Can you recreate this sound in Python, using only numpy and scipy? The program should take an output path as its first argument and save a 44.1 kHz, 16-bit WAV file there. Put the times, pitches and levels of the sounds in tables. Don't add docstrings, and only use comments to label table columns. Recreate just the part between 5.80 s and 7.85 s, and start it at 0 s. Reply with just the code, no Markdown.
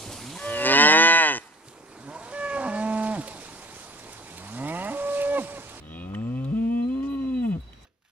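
import sys
import numpy as np
from scipy import signal
from scipy.fft import rfft, irfft, next_fast_len
from scipy.io import wavfile
from scipy.ndimage import uniform_filter1d, map_coordinates

SR = 44100
rng = np.random.default_rng(int(sys.argv[2]) if len(sys.argv) > 2 else 0)


def generate_wav(sig):
    pcm = np.round(np.clip(np.atleast_2d(sig).T, -1, 1) * 32767).astype(np.int16)
    wavfile.write(sys.argv[1], SR, pcm)


def invert_db(level):
    return 10 ** (np.asarray(level, dtype=float) / 20)


N = 90405

# time in seconds, pitch in Hz, fundamental in dB, second partial in dB,
# throat drive in dB, nose buzz in dB.
MOO = [(0, 73.5, -54, -54.5, -8.5, -7.5), (.15, 82.02, -48, -45, 1.5, 10.5),
       (.28, 93.83, -41.5, -39.5, 4, -1), (.385, 107, -36.5, -33, 5, -6.5), (.51, 124, -33, -31.5, 5, -3.5),
       (.58, 131.1, -31, -33, 2.5, -2.5), (0.651, 133.2, -31, -36, 3.5, -5),
       (.706, 140.5, -27.5, -41.5, 3.5, -3), (.721, 167.3, -25.5, -46.5, 3.5, -7),
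       (.733, 233.2, -24, -42.5, 2, -2.5), (0.744, 215.9, -25, -53, 3, -3), (.784, 225.9, -24.5, -45, 3, 6),
       (0.884, 229.6, -24, -45.5, 1, 0.5), (.91, 235.7, -25, -48, 2.5, -5),
       (1.036, 239.4, -24.5, -45.5, 5.5, -1), (1.1, 256.5, -26.5, -45.5, -1.5, 7),
       (1.17, 267.3, -27.5, -49, 0, -2.5), (1.3, 280.7, -30, -53.5, 3, 1.5),
       (1.44, 265.8, -28.5, -50, -1, -0.5), (1.56, 254.3, -26, -46.5, -1.5, 2.5),
       (1.604, 246.3, -26, -50.5, -2, 3.5), (1.645, 235.6, -24.5, -52, 5.5, 1),
       (1.692, 211.4, -24, -42, -1, 2.5), (1.734, 167.2, -26, -56, -1, 4.5),
       (1.762, 164.9, -29.5, -40, 3, -7), (1.771, 93, -43, -30.5, 3, -22),
       (1.788, 78.2, -35, -45.5, -5.5, -23.5), (1.814, 63.2, -46, -61, -23, -26)]
# centre in Hz, width in Hz, level in dB.
THROAT_GROWL = [(252.4, 94, -46.5), (521.4, 78, -47.5), (737, 27.3, -52), (1050, 66, -66),
                (1258, 41.4, -55.5)]
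THROAT_BEFORE_FLIP = [(260, 70, -58.5), (533, 64, -49.5), (785, 49, -59), (1050, 73, -61.5),
                      (1320, 56, -59.5)]
THROAT_HOOT = [(438, 40, -42.5), (704, 30.4, -44), (925, 11, -55.5), (1269, 75, -52.5), (1340, 110, -60.5)]
THROAT_STRAIN = [(360, 82, -42.5), (690, 115, -50), (1091, 83, -50.5), (1450, 140, -67.5)]
THROAT_SINK = [(440, 60, -48), (706, 32, -41), (935, 50, -58), (1130, 40, -60), (1275, 45, -57),
               (1415, 45, -57)]
THROAT_LAST = [(246, 35, -41), (510, 73, -57.5)]
# centre in Hz, width in Hz, level in dB.
SINUS_DIP = [(458, 320, -2)]
# centre in Hz, width in Hz, level in dB.
NOSE_FIRST = [(1900, 70, -68), (2600, 70, -69), (3000, 55, -62), (3285, 50, -63), (3775, 50, -66)]
NOSE_SHUT = [(1790, 36, -69), (2513, 46, -59.5), (2880, 93, -66), (3280, 36, -61), (3750, 51, -68)]
NOSE_OPEN = [(1908, 47, -58.5), (2330, 110, -66), (2596, 43.6, -53.5), (3062, 54, -58), (3330, 52, -64.5)]
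NOSE_STRAIN = [(1710, 58, -67), (1920, 77, -61), (2134, 50, -66), (2557, 37, -55), (3000, 79, -60),
               (3410, 37, -62.5)]
# start in seconds, length in seconds, depth from 0 to 1.
CREAKS = [(1.144, 0.066, 0.57), (1.236, 0.034, 0.5), (1.323, 0.028, 0.6), (1.43, 0.027, 0.5)]
# start in seconds, length in seconds, change in dB.
NOSE_SWELLS = [(0.213, .053, 4), (0.905, .145, 4), (1.059, .025, -7), (1.225, .025, 4.5), (1.63, 0.042, 6),
               (1.693, .07, -0.5)]
# frequency in Hz, level in dB per Hz.
BREATH_COLOUR = [(3000, -4), (5500, -10), (7300, -1), (7900, -8), (8900, -8), (9700, 0), (10200, -20),
                 (15800, -26)]
# frequency in Hz, phase in radians by which left leads.
LEFT_LEADS = [(60, .1), (250, 0.47), (500, 0.75), (700, 2.28), (1000, 0.11), (1400, 1.92), (2550, 0.98),
              (3100, 1.68)]
# frequency in Hz, left over right in dB.
LEFT_LOUDER = [(200, 1.5), (520, -2.5), (700, 1), (950, 10.5), (1300, 2), (2550, -5), (3050, 4.5),
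               (3800, -11.5)]
# start in seconds, peak in dB, ring pitch in Hz, crack over ring in dB.
TICKS = [(.337, -42.5, 1050, -22), (.344, -41, 1230, -8.5), (.3482, -40, 1930, -17.5),
         (.349, -36.5, 3030, -12), (.352, -43.5, 1900, -10.5), (.414, -49.5, 1760, -18),
         (0.645, -49.5, 3570, 4), (0.652, -48, 3880, -9.5), (.771, -64, 3000, 4), (1.229, -55.5, 3440, 5),
         (1.833, -56, 2770, -10), (1.9327, -45.5, 3040, -6), (1.9354, -56, 1900, -5)]
# start in seconds, length in seconds, level in dB, centre in Hz.
RUBS = [(0.283, 0.018, -72.5, 12430), (0.335, 0.025, -68.5, 5930), (0.763, 0.048, -76, 8940),
        (1.123, 0.09, -85, 11300), (1.23, 0.048, -61.5, 5060), (1.288, 0.073, -66.5, 11900),
        (1.624, 0.095, -67, 8320), (1.802, 0.018, -66.5, 10760), (2.011, 0.033, -66, 6570)]
# start in seconds, length in seconds, pitch in Hz, level in dB, warble in radians.
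BIRD_NOTES = [(1.022, .065, 4057, -61, .5), (1.28, .075, 3950, -58, .5), (1.538, .075, 3915, -57, .5),
              (1.802, .045, 3905, -60, .5), (1.872, .03, 3908, -60, .5), (1.922, .03, 3902, -61, .5),
              (.365, .03, 7700, -72, 1), (.41, .085, 7620, -76, 4), (1.11, .11, 4057, -67, .7),
              (1.365, .14, 3955, -63, .5), (1.4, .06, 5760, -77, 2), (1.62, .04, 7750, -74, 3),
              (1.93, .12, 5720, -75, 2), (1.68, .045, 3935, -64, 1), (.07, .1, 5780, -78, 3),
              (1.96, .1, 3900, -66, .7)]
# time in seconds, firing rate in Hz, level in dB.
ENGINE = [(0, 67.7, -58.5), (.8, 62.94, -52.5), (1.4, 61.4, -52), (1.752, 59.1, -50.5), (2.05, 55.8, -57)]
# multiple of the firing rate, level in dB.
ENGINE_ORDERS = [(2, -12), (1.4, -16.5)]
# centre in Hz, width in Hz, level in dB.
RUMBLE = [(63.4, 63, -61.5), (130, 83, -73.5)]
# frequency in Hz, level in dB per Hz.
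LEAF_COLOUR = [(30, -30), (90, -2), (300, -7), (800, -14.5), (2100, -20.5), (3400, -20.5), (5000, -27.5),
               (15700, -46)]
# frequency in Hz, likeness of left and right from 0 to 1.
LEAF_LIKENESS = [(60, 0.97), (130, 0.64), (290, 1), (640, 0.073), (15000, 0.015)]

STRAIN_S, STRAIN_LASTS_S = 1.1, .45
CLOSURE = -.2
T = np.arange(N) / SR


def unit(x):
    return x / np.sqrt(np.mean(x ** 2) + 1e-20)


def along(points, hz):
    f, v = np.transpose(points)
    return np.interp(np.log(hz + 1), np.log(f + 1), v)


def wobble(rate):
    knots = rng.standard_normal(int(N * rate / SR) + 4)
    return map_coordinates(knots, [np.arange(N) * rate / SR])


def filtered(x, response):
    m = next_fast_len(N + SR // 2)
    return irfft(rfft(x, m) * response(np.fft.rfftfreq(m, 1 / SR)), m)[..., :N]


def tube(peaks):
    def response(f):
        total = 0
        for k, (centre, width, db) in enumerate(peaks):
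            damping = 1j * f * width
            total = total + (-1) ** k * invert_db(db) * damping / (centre ** 2 - f ** 2 + damping)
        return total
    return response


def window(s, length, edge):
    inside = np.minimum(T - s, s + length - T)
    return np.sin(np.pi / 2 * np.clip(inside / edge + .5, 0, 1)) ** 2


def until(s, edge):
    return window(-1, 1 + s, edge)


def echoes(x, t60, seconds):
    t = np.arange(int(SR * seconds)) / SR
    tail = rng.standard_normal((2, len(t))) * invert_db(-60 * t / t60)
    return signal.fftconvolve(x[None], tail / np.linalg.norm(tail[0]), axes=1)[:, :N]


def fold_pulses(phase, hz):
    creak = sum(depth * window(s, length, 0.004) for s, length, depth in CREAKS)
    k = np.arange(3, 60)[:, None]
    harmonics = np.cos(k * (phase - CLOSURE)) * np.clip(9 - k * hz / 500, 0, 1)
    uneven = 1 + creak * np.cos((phase - CLOSURE) / 2)
    half_pitch = .77 * creak * (np.cos(1.5 * phase) + np.cos(2.5 * phase))
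    return np.sqrt(2) * (harmonics.sum(0) * uneven + half_pitch)


def breath_puffs(phase):
    return unit((1 + np.cos(phase - CLOSURE)) ** 2 * rng.standard_normal(N))


def throat_voice(drive, strain, late):
    early, low = until(.44, .15), until(.725, .02)
    last = window(1.764, 2, .01)
    shapes = [
        (early, lambda f: tube(THROAT_GROWL)(f) * (1 - tube(SINUS_DIP)(f))),
        (low - early, tube(THROAT_BEFORE_FLIP)),
        (1 - low - late, tube(THROAT_HOOT)),
        (strain, tube(THROAT_STRAIN)),
        (late - strain - last, tube(THROAT_SINK)),
        (last, tube(THROAT_LAST))]
    voice = sum(filtered(drive * share, shape) for share, shape in shapes)
    return filtered(voice, lambda f: 1 / np.sqrt(1 + (f / 1480) ** 16))


def nose_voice(buzz, late):
    first, shut = until(.15, .12), until(.28, .12)
    shapes = [(first, NOSE_FIRST), (shut - first, NOSE_SHUT), (1 - shut - late, NOSE_OPEN),
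              (late, NOSE_STRAIN)]
    voice = 0
    for share, peaks in shapes:
        voice = voice + filtered(buzz * share, lambda f: tube(peaks)(f) / (1 + (1650 / (f + 1)) ** 12))
    return voice


def cow():
    s, *columns = np.transpose(MOO)
    hz, tone_db, second_db, throat_db, nose_db = [np.interp(T, s, c) for c in columns]
    alive = until(1.82, .03) * invert_db(.35 * wobble(50))
    strain, late = window(STRAIN_S, STRAIN_LASTS_S, .08), window(STRAIN_S, 2, .08)
    jitter = .0025 * (1 + 1.5 * strain) * wobble(70)
    phase = 2 * np.pi * np.cumsum(hz * (1 + jitter)) / SR

    flicker_db = 1.2
    swells = sum(db * window(s, length, 0.0073) for s, length, db in NOSE_SWELLS)
    nose_db = nose_db + swells + flicker_db * wobble(29.75)
    throat_db = throat_db + flicker_db * strain * wobble(40.2)

    pulses = fold_pulses(phase, hz)
    gust = np.sqrt(SR / 2 / hz)
    drive = alive * invert_db(throat_db) * (pulses + .13 * gust * breath_puffs(phase))
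    buzz = alive * invert_db(nose_db) * (pulses + .26 * (1 + 1.5 * strain) * gust * breath_puffs(phase))
    throat, nose = throat_voice(drive, strain, late), nose_voice(buzz, late)

    twist = np.clip(.022 * (hz - 62), 0, 1.1)
    partials = invert_db(tone_db) * np.sin(phase) + invert_db(second_db) * np.sin(2 * phase + twist)
    tone = np.sqrt(2) * alive * partials

    puffs = np.array([breath_puffs(phase), breath_puffs(phase)])
    hiss = unit(filtered(puffs, lambda f: invert_db(along(BREATH_COLOUR, f)) * (f > 1000)))
    air = alive * invert_db(-58.5 + tone_db / 2) * hiss

    side = np.array([[.5], [-.5]])
    placed = filtered(tone + throat + nose, lambda f: invert_db(side * along(LEFT_LOUDER, f))
                      * np.exp(1j * side * along(LEFT_LEADS, f)))
    scatter = echoes(throat + nose, .09, .25)
    return air + invert_db(-15) * scatter + placed


def ear_tag():
    out, t = np.zeros((2, N + SR)), np.arange(SR // 20) / SR
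    ring_t60, crack_t60, crack_level_db = 0.014, 0.027, -2.5
    offset = np.array([[.8], [-.8]])
    for s, db, hz, crack_db in TICKS:
        onset = 1 - np.exp(-t / 0.00014)
        ring = invert_db(-60 * t / ring_t60) * np.sin(2 * np.pi * hz * t + offset) * onset
        fade = invert_db(crack_level_db + crack_db - 60 * t / crack_t60)
        crack = fade * rng.standard_normal((2, len(t)))
        out[:, round(s * SR):][:, :len(t)] += invert_db(db + 9) * (ring + crack)
    return filtered(out[:, :N], lambda f: 1 / (1 + 1j * f / 5000) ** 2)


def hide():
    out = 0
    for s, length, db, hz in RUBS:
        noise = rng.standard_normal((2, N))
        octaves = .5
        brush = unit(filtered(noise, lambda f: np.exp(-(np.log2((f + 1) / hz) / octaves) ** 2 / 2)))
        grain_db = 2 * wobble(190)
        out = out + invert_db(db + grain_db) * window(s, length, 0.013) * brush
    return out


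def birds():
    song = 0
    for s, length, hz, db, warble in BIRD_NOTES:
        whistle = np.sin(2 * np.pi * hz * T + warble * wobble(74))
        song = song + np.sqrt(2) * invert_db(db) * window(s, length, 0.0053) * whistle
    return (song + invert_db(-8) * echoes(song, 1.4, 1)) * invert_db([[-5], [5]])


def engine():
    s, hz, db = np.transpose(ENGINE)
    phase = 2 * np.pi * np.cumsum(np.interp(T, s, hz) * (1 + 0.0072 * wobble(11))) / SR
    tones = 0
    for multiple, order_db in [(1, 0.0015)] + list(ENGINE_ORDERS):
        flutter_db = 2.5 * wobble(14)
        tones = tones + invert_db(order_db + flutter_db) * np.sin(multiple * phase)
    rumble = 0
    for centre, width, band_db in RUMBLE:
        noise = rng.standard_normal((2, N))
        band = filtered(noise, lambda f: 1 / (1 + ((f - centre) / (width / 2)) ** 6))
        rumble = rumble + invert_db(band_db) * unit(band)
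    return np.sqrt(2) * invert_db(np.interp(T, s, db)) * tones + rumble


def leaves():
    z = signal.stft(rng.standard_normal((2, N)), nperseg=512)[2]
    patches = uniform_filter1d(rng.standard_normal(z.shape[1:]), 6, 0)
    patches = uniform_filter1d(patches, 10, 1)
    pair = signal.istft(z * invert_db(1.5 * unit(patches)), nperseg=512)[1][:, :N]

    def spread(f):
        turn = np.arccos(np.clip(along(LEAF_LIKENESS, f), -1, 1)) / 2
        return invert_db(along(LEAF_COLOUR, f)) * np.array([np.cos(turn), np.sin(turn)]) * (f > 25)

    mid, side = filtered(pair, spread)
    return invert_db(-54) * unit(np.array([mid + side, mid - side]))


def scene():
    return cow() + ear_tag() + hide() + birds() + engine() + leaves()


def roll_off(x):
    return signal.sosfilt(signal.butter(12, 16030, fs=SR, output="sos"), x)


def record(dry):
    return roll_off(dry)


dry = scene()
out = record(dry)
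generate_wav(out)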